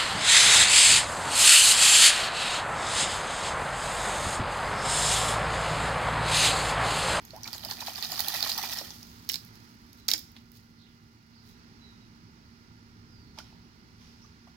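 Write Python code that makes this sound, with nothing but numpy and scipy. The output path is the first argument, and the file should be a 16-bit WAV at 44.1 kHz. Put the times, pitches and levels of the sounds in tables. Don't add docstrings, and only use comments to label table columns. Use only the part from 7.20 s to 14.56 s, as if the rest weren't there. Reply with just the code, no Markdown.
import sys
import numpy as np
from scipy import signal
from scipy.fft import rfft, irfft
from scipy.io import wavfile

SR = 44100
rng = np.random.default_rng(int(sys.argv[2]) if len(sys.argv) > 2 else 0)


def dump(signal):
    limited = np.clip(np.atleast_2d(signal).T, -1, 1)
    pcm = np.round(limited * 32767).astype(np.int16)
    wavfile.write(sys.argv[1], SR, pcm)


N = 324576
TIME = np.arange(N) / SR

# time_s, level_db
SHAKE_VIGOUR = [(0.0, -64), (0.26, -60.5), (0.4, -54.5), (1.24, -38.5), (1.48, -43.5), (1.68, -50),
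                (1.81, -63.5), (2.05, -64)]
# start_s, level_db, ring_hz, treble_db
HARD_SLAPS = [(.0508, -50, 6700, -44.5), (.1063, -43.5, 4400, -64), (.163, -47, 5070, -44),
              (.2331, -36.5, 5700, -42.5), (.2422, -35.5, 4670, -57), (.2766, -31, 4250, -57),
              (.3303, -33.5, 4640, -38), (.3368, -34, 4460, -46), (.3805, -40, 3920, -39),
              (.4485, -32, 4870, -33.5), (.501, -36.5, 4080, -34), (.5108, -28, 4700, -48),
              (.6065, -33.5, 4050, -55), (.6708, -28.5, 4440, -48), (.8259, -28.5, 4430, -35.5),
              (.8476, -27.5, 5100, -44), (.9185, -28, 4860, -31), (.9931, -27, 4300, -27),
              (1.0043, -25.5, 4750, -22), (1.0839, -25.5, 4370, -23), (1.227, -19.5, 4430, -28),
              (1.294, -31, 4140, -45), (1.3176, -24, 4420, -46), (1.379, -29.5, 4700, -27),
              (1.5332, -32, 5040, -33), (1.587, -27, 5000, -48), (1.7055, -38, 4970, -57),
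              (1.8297, -43, 5250, -45)]
# start_s, level_db, pitch_hz, splatter_db
AIR_POCKETS = [(.254, -27, 2220, -6), (.28, -32, 1306, -19), (.457, -27.5, 640, -18), (.622, -31.5, 900, 0),
               (.685, -34, 840, 1.5), (.995, -25.5, 795, 0), (1.261, -25, 1015, 3.5), (1.61, -32, 560, 1),
               (1.618, -36, 380, -4.5), (6.175, -38.5, 870, 0), (6.184, -39, 896, 5),
               (6.199, -37.5, 1370, -4), (6.325, -46, 840, -4), (7.046, -43, 1146, -5),
               (7.271, -40.5, 850, 0.5)]
# start_s, level_db, ring_hz, treble_db
SHARP_CRACKLES = [(2.0902, -25.5, 4730, -20.5), (2.0955, -23, 5340, -42), (2.098, -24, 2900, -40),
                  (2.1179, -35, 5400, -27), (2.1415, -24, 4270, -28), (2.1566, -26, 4650, -30.5),
                  (2.2483, -67, 4490, -40.5), (2.356, -54, 4330, -50), (2.7301, -49.5, 5470, -44.5),
                  (2.8826, -22, 5570, -23.5), (2.886, -14.5, 4830, -20), (2.8898, -25, 5200, -36),
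                  (2.9035, -24, 4960, -29.5), (2.9144, -16.5, 4210, -21), (2.9356, -13.5, 5050, -20),
                  (2.9792, -36.5, 5000, -34), (2.9911, -40, 4950, -33.5), (3.1172, -68, 4520, -50),
                  (3.3176, -60, 5180, -47)]
# start_s, length_s, level_db
CRACKLE_BURSTS = [(2.102, .04, -36), (2.885, .04, -33)]
# start_s, slosh_db, fizz_db
PAW_STEPS = [(3.165, -43, -66), (6.187, -38.5, -39.5), (7.275, -62.5, -74)]
# peak_s, length_s, slosh_db, fizz_db
LEG_SWISHES = [(6.265, 0.15, -61, -77), (6.815, 0.23, -61, -62)]
# peak_s, level_db
COAT_DRIBBLES = [(2.79, -64), (3.365, -57), (4.29, -57)]
# start_s, length_s, start_hz, end_hz, level_db, rasp_hz
BIRD_CALLS = [(2.76, .16, 4020, 3950, -65, 60), (3.55, 0.24, 4600, 3210, -61.5, 553),
              (4.109, 0.21, 4500, 4700, -61, 447), (4.24, .16, 4000, 3930, -70, 80),
              (4.59, 0.2, 4040, 3850, -57.5, 80), (4.79, .11, 3950, 3850, -67, 70),
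              (5.848, 0.38, 5350, 4230, -62, 70), (7.0, .11, 5420, 5800, -60, 550)]
# pitch_hz, level_db, wander_hz
MACHINE_TONES = [(105.6, -66.5, 1.96), (207.5, -73.5, 2.06), (233.4, -61, 0.57), (1415, -80.5, 3.28),
                 (2025, -80.5, 1.91), (2850, -84.5, 4)]
# time_s, level_db
RUMBLE_ENVELOPE = [(0.0, -53.5), (1.74, -53), (3.5, -57.5), (4.14, -59), (4.32, -54), (5.58, -56),
                   (6.03, -53.5), (7.36, -57)]
HISS_ENVELOPE = [(2.35, -60.5), (2.59, -63), (3.02, -63.5), (3.3, -66.5), (4.04, -66.5), (4.44, -62),
                 (5.11, -64), (7.36, -64)]

# frequency_hz, gain_db
SPRAY_SPECTRUM = [(760, -33), (1300, -7.5), (1550, -21), (1900, -3.5), (2150, -15.5), (2370, -7),
                  (2680, -13), (3170, -6.5), (4000, -5.5), (4680, -1.5), (7920, -17.5), (11000, -12.5),
                  (14600, -5.5), (16000, -20)]
CHURN_SPECTRUM = [(200, -26.5), (330, -8.5), (500, -18.5), (650, -3.5), (820, 2), (1150, -7.5),
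                  (1600, -9.5), (2500, -16.5)]
SNAP_BODY_SPECTRUM = [(200, -32.5), (350, -15.5), (600, -28), (1000, -23), (1900, -7), (2800, -13.5),
                      (3700, 8.5), (5200, 11), (6500, 4), (8200, -7), (11000, -2.5), (16000, -30.5)]
SNAP_EDGE_SPECTRUM = [(5000, -29.5), (8200, -17.5), (10000, -7.5), (12500, 2), (15500, 4.5), (17000, -12)]
SNAP_KNOCK_SPECTRUM = [(150, -19), (330, -2.5), (560, -10), (850, -5), (1100, -12), (1500, -2.5), (2400, 3),
                       (3500, -0.5), (7000, -32)]
SLOSH_SPECTRUM = [(300, -4.5), (600, -6.5), (900, 1.5), (1500, -9.5), (2400, 0), (4600, 2.5), (6500, -17),
                  (8200, -21), (15000, -15.5)]
FIZZ_SPECTRUM = [(1500, -7), (3200, -7), (5300, 10), (6800, -3), (8200, -15), (11000, -10), (15000, -18)]
DRIP_SPECTRUM = [(1500, -17), (4500, 3.5), (6500, -3.5), (8200, -13), (11000, -7), (15500, -3)]
RUMBLE_SPECTRUM = [(15, -66), (24, -22.5), (38, -6.5), (55, -8.5), (76, -2), (90, -5), (115, 1),
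                   (136, -10.5), (167, -2.5), (200, -8.5), (236, -6), (290, -11), (397, -15), (620, -36.5),
                   (900, -64)]
HISS_SPECTRUM = [(330, -35.5), (560, -11), (968, 1), (1050, -3), (1390, 2), (1520, -2), (2120, -3.5),
                 (3060, -8.5), (3570, -8.5), (3880, -8), (4220, -4), (5140, -2.5), (8160, -23.5),
                 (15100, -30), (16000, -25)]
ECHO_SPECTRUM = [(300, 5.5), (1000, -1), (2000, -4.0), (6000, 1), (15000, -0.5)]
# frequency_hz, left_minus_right_db
PORT_BALANCE = [(60, -0.5), (200, -3.5), (750, -6), (1300, -4.5), (1900, -6), (2300, -8.5), (2900, -6.5),
                (3700, -7), (4700, -13), (5500, -9.5), (6500, 8), (8200, 0.5), (10000, -1.5), (15000, -24)]
# frequency_hz, correlation
STEREO_COHERENCE = [(60, 1), (300, 0.72), (700, 1), (1400, 0.72), (3000, 0.18), (5000, 0.15), (16000, 0.22)]

FIRST_SWING_S = .278
SPRAY_FOLLOWS = 0.6
BACK_SPRAY_DB, BACK_WATER_DB = 3.5, -2


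def shake():
    effort_db = vigour(TIME)
    spray, stir = from_db(-37.5 + effort_db), from_db(-50 + 0.97 * effort_db)
    for s, vigour_db, back in swings():
        sheet = from_db(-32 + SPRAY_FOLLOWS * vigour_db + BACK_SPRAY_DB * back)
        surge = from_db(-39 + 0.37 * vigour_db + BACK_WATER_DB * back)
        spray = np.hypot(spray, sheet * swell(TIME - s, rise_s=0.022, decay_s=0.014))
        stir = np.hypot(stir, surge * swell(TIME - s, rise_s=0.0201, decay_s=0.01))
    splats = patter(SPRAY_SPECTRUM, per_s=1500, spread_db=3.8, burst_s=.0008)
    tinkle = bubbles(SPRAY_SPECTRUM, band_hz=(1427, 7020), per_s=1300, spread_db=5, q=30, count=28)
    churn = bubbles(CHURN_SPECTRUM, band_hz=(288.6, 2120), per_s=1400, spread_db=5.5, q=5.9, count=18)
    return spray * (from_db(-1) * splats + from_db(-4) * tinkle) + stir * churn


def vigour(s, full_db=-40.5, settle_db_per_s=69):
    times, db = np.transpose(SHAKE_VIGOUR)
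    return np.interp(s, times, db) - full_db - settle_db_per_s * np.maximum(s - times[-2], 0)


def swings(count=9, cycle_s=.171, quicken_s=.0042, back_phase=0.41):
    cycles = cycle_s - quicken_s * np.arange(count)
    starts = FIRST_SWING_S + np.cumsum(cycles) - cycles
    times = np.column_stack([starts, starts + back_phase * cycles]).ravel()
    return [(s, vigour(s), k % 2) for k, s in enumerate(times)]


def slaps(scatter_s=.012, ring_hz=4730):
    small = []
    for s, vigour_db, _ in swings():
        for when, softness, pitch in rng.standard_normal((2, 3)):
            db = -38.5 + SPRAY_FOLLOWS * vigour_db - 0.5 * softness
            small.append((s + scatter_s * when, db, ring_hz * np.exp(0.14 * pitch), db - 5))
    return snaps(HARD_SLAPS + small, rise_s=0.0009, decay_s=0.0017, width_hz=790,
                 ring_db=0, body_db=-10.5, treble_db=0, knock_db=-18, knock_s=0.00139)


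def gurgle(start_s=.134, gap_s=.0095, first_hz=602):
    return [(start_s + k * gap_s, -29.5 - 1.1 * k, first_hz * 1.1 ** k, -10) for k in range(6)]


def swing_pockets(pitch_hz=840, lag_s=0.00303, loss_db_per_s=3, splatter_db=2):
    rows = []
    for s, _, back in swings():
        db = -36.5 + BACK_WATER_DB * back - loss_db_per_s * (s - FIRST_SWING_S)
        rows.append((s + lag_s, db, pitch_hz * np.exp(0.076 * rng.standard_normal()), splatter_db))
    return rows


def plops(rows, gain_db=-8.5, climb_per_s=8.6, size=4096):
    out, t = np.zeros((2, N)), np.arange(size) / SR
    for s, db, hz, splatter_db in rows:
        phase = 2 * np.pi * hz * (t + climb_per_s * t * t / 2)
        tone = np.sin(phase) * swell(t - .003, rise_s=0.003, decay_s=0.004)
        splatter = rms_one(ring(white(size), hz, width_hz=270))
        splatter *= from_db(splatter_db - 2.5) * swell(t - .005, rise_s=0.0023, decay_s=0.0058)
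        add(out, s, from_db(db + gain_db) * (tone + splatter))
    return out


def crackles(count=6, spread_db=7, ring_hz=4930):
    fine = []
    for s, length, db in CRACKLE_BURSTS:
        for k, (when, strength) in enumerate(rng.random((count, 2))):
            start_s = s + length * (k + when) / count
            fine.append((start_s, db + spread_db * (strength - .5), ring_hz, db - 2.5))
    return snaps(SHARP_CRACKLES + fine, rise_s=0.00046, decay_s=0.0017, width_hz=1300,
                 ring_db=-4.5, body_db=-6, treble_db=-4.5, knock_db=-16.5, knock_s=0.0095)


def snaps(rows, rise_s, decay_s, width_hz, ring_db, body_db, treble_db, knock_db, knock_s, size=2048):
    out, t = np.zeros((2, N)), np.arange(size) / SR - .002
    envelope = swell(t, rise_s, decay_s)
    scale = np.sqrt(.003 * SR / size)
    for s, db, hz, edge_db in rows:
        burst = white(size) * envelope
        tone = from_db(ring_db) * rms_one(ring(ring(burst, hz, width_hz), hz, 2 * width_hz))
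        body = from_db(body_db) * rms_one(colour(burst[::-1], SNAP_BODY_SPECTRUM))
        thud = white(size) * swell(t, rise_s, knock_s)
        knock = from_db(knock_db) * rms_one(colour(thud, SNAP_KNOCK_SPECTRUM))
        edge = from_db(edge_db + treble_db) * rms_one(colour(burst * envelope, SNAP_EDGE_SPECTRUM))
        add(out, s - .0015, scale * (from_db(db) * (tone + body + knock) + edge))
    return out


def wading():
    levels = np.zeros((2, N))
    for s, slosh_db, fizz_db in PAW_STEPS:
        entry = swell(TIME - s, rise_s=0.00058, decay_s=0.0029)
        falling_back = from_db(-12.5) * swell(TIME - s - 0.0079, rise_s=.02, decay_s=.02)
        levels += from_db([[slosh_db], [fizz_db]]) * (entry + falling_back)
    for s, length, slosh_db, fizz_db in LEG_SWISHES:
        levels += from_db([[slosh_db], [fizz_db]]) * swell(TIME - s, 0.1 * length, 0.9 * length)
    slosh_gain, fizz_gain = levels
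    slosh = patter(SLOSH_SPECTRUM, per_s=3500, spread_db=2.5, burst_s=0.00034)
    return slosh_gain * slosh + fizz_gain * noise(FIZZ_SPECTRUM)


def drips(peak_s=1.65, floor_db=-74):
    flow = from_db(-53) * swell(TIME - peak_s, rise_s=0.77, decay_s=0.59) + from_db(floor_db)
    flow += sum(from_db(db) * swell(TIME - s, 0.022, 0.022) for s, db in COAT_DRIBBLES)
    return flow * patter(DRIP_SPECTRUM, per_s=550, spread_db=0.5, burst_s=0.002)


def birds(attack_share=0.29, glide_ease=1.7):
    out = np.zeros((2, N))
    for s, length, start_hz, end_hz, db, rasp_hz in BIRD_CALLS:
        size = int(length * SR)
        glide = end_hz + (start_hz - end_hz) * np.linspace(1, 0, size) ** glide_ease
        hz = glide + rasp_hz * np.array([drift(500)[:size], drift(500)[:size]])
        envelope = np.interp(np.linspace(0, 1, size), [0, attack_share, 1], [0, 1, 0])
        add(out, s, from_db(db) * envelope * sine(hz))
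    return out


def machinery():
    return sum(from_db(db + 1.34 * drift(5.5)) * sine(hz + wander_hz * drift(9))
               for hz, db, wander_hz in MACHINE_TONES)


def ambience():
    hiss = from_db(in_time(HISS_ENVELOPE) + 3) * noise(HISS_SPECTRUM)
    rumble = from_db(in_time(RUMBLE_ENVELOPE) - 0.5) * noise(RUMBLE_SPECTRUM)
    return rumble + placed(hiss, lag_s=0.0003)


def yard(x, near_db, near_t60_s, far_db, far_t60_s):
    t = TIME[:SR]
    near, far = rng.standard_normal((2, 2, SR)) * (t > .003)
    scatter = from_db(near_db) * rms_one(near * from_db(-60 * t / near_t60_s))
    tail = from_db(far_db) * rms_one(far * from_db(-60 * t / far_t60_s))
    echoes = colour(scatter + tail, ECHO_SPECTRUM) / np.sqrt(SR)
    return x + signal.fftconvolve(x, echoes, axes=1)[:, :N]


def placed(x, pan_db=0, lag_s=0):
    return np.array([np.interp(TIME - lag_s, TIME, x[0]), x[1]]) * from_db([[pan_db / 2], [-pan_db / 2]])


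def patter(spectrum, per_s, spread_db, burst_s):
    retention = np.exp(-2 / (burst_s * SR))
    power = signal.lfilter([1], [1, -retention], impacts(per_s, spread_db) ** 2 + 1e-18)
    return rms_one(colour(stereo(np.sqrt(power) * rng.standard_normal((2, N))), spectrum))


def bubbles(spectrum, band_hz, per_s, spread_db, q, count):
    births = impacts(per_s, spread_db) * rng.choice([-1, 1], (2, N))
    size_class = rng.integers(0, count, N)
    pitches = np.geomspace(*band_hz, count)
    rings = sum(ring(births * (size_class == k), hz, hz / q) for k, hz in enumerate(pitches))
    return rms_one(colour(stereo(rings), spectrum))


def impacts(per_s, spread_db):
    sizes = from_db(spread_db * np.minimum(rng.exponential(1, N), 4))
    return sizes * (rng.random(N) < per_s / SR)


def ring(x, hz, width_hz):
    r = np.exp(-np.pi * width_hz / SR)
    feedback = [1, -2 * r * np.cos(2 * np.pi * hz / SR), r * r]
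    return signal.lfilter(np.array([1, 0, -1]) * (1 - r * r) / 2, feedback, x + 1e-18)


def stereo(pair):
    size = pair.shape[-1]
    alike = np.clip(at_hz(STEREO_COHERENCE, size), 0, 1)
    mid, side = rfft(pair)
    return irfft(np.sqrt(1 + alike) * mid + np.sqrt(1 - alike) * side * [[1], [-1]], size) / np.sqrt(2)


def white(size):
    return stereo(rng.standard_normal((2, size)))


def noise(spectrum):
    return rms_one(colour(white(N), spectrum))


def colour(x, spectrum):
    return shaped(x, from_db(at_hz(spectrum, x.shape[-1])))


def shaped(x, gain):
    size = x.shape[-1]
    cepstrum = irfft(np.log(gain), size)
    cepstrum[1:size // 2] *= 2
    cepstrum[size // 2 + 1:] = 0
    return irfft(rfft(x) * np.exp(rfft(cepstrum)), size)


def sine(hz):
    return np.sqrt(2) * np.sin(2 * np.pi * np.cumsum(hz, axis=-1) / SR)


def drift(per_s):
    return np.interp(TIME * per_s, np.arange(1000), rng.standard_normal(1000))


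def swell(t, rise_s, decay_s):
    return np.exp(np.minimum(t / rise_s, -t / decay_s).clip(-30, 0))


def add(out, s, sound):
    at = int(s * SR)
    out[:, at:at + sound.shape[-1]] += sound[..., :N - at]


def at_hz(points, size):
    hz, value = np.transpose(points)
    return np.interp(np.log(np.fft.rfftfreq(size, 1 / SR) + 1), np.log(hz), value)


def in_time(points):
    return np.interp(TIME, *np.transpose(points))


def from_db(db):
    return 10 ** (np.asarray(db) / 20)


def rms_one(x):
    return x / np.sqrt(np.mean(x ** 2) + 1e-20)


def scene():
    water = shake() + slaps() + plops(AIR_POCKETS + gurgle() + swing_pockets()) + wading() + drips()
    crackle = crackles()
    water = yard(placed(water, pan_db=2), near_db=-10, near_t60_s=0.3, far_db=-10.5, far_t60_s=0.38)
    crackle = yard(crackle, near_db=-9.5, near_t60_s=0.19, far_db=-17, far_t60_s=0.43)
    return water + crackle + birds() + machinery() + ambience()


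def record(dry):
    ratio = from_db(at_hz(PORT_BALANCE, N))
    right_gain = np.sqrt(2 / (1 + ratio ** 2))
    heard = np.array([shaped(dry[0], ratio * right_gain), shaped(dry[1], right_gain)])
    cutoff_hz = 16000
    return signal.sosfilt(signal.ellip(12, .1, 80, cutoff_hz, fs=SR, output="sos"), heard)


dry = scene()
out = record(dry)
dump(out)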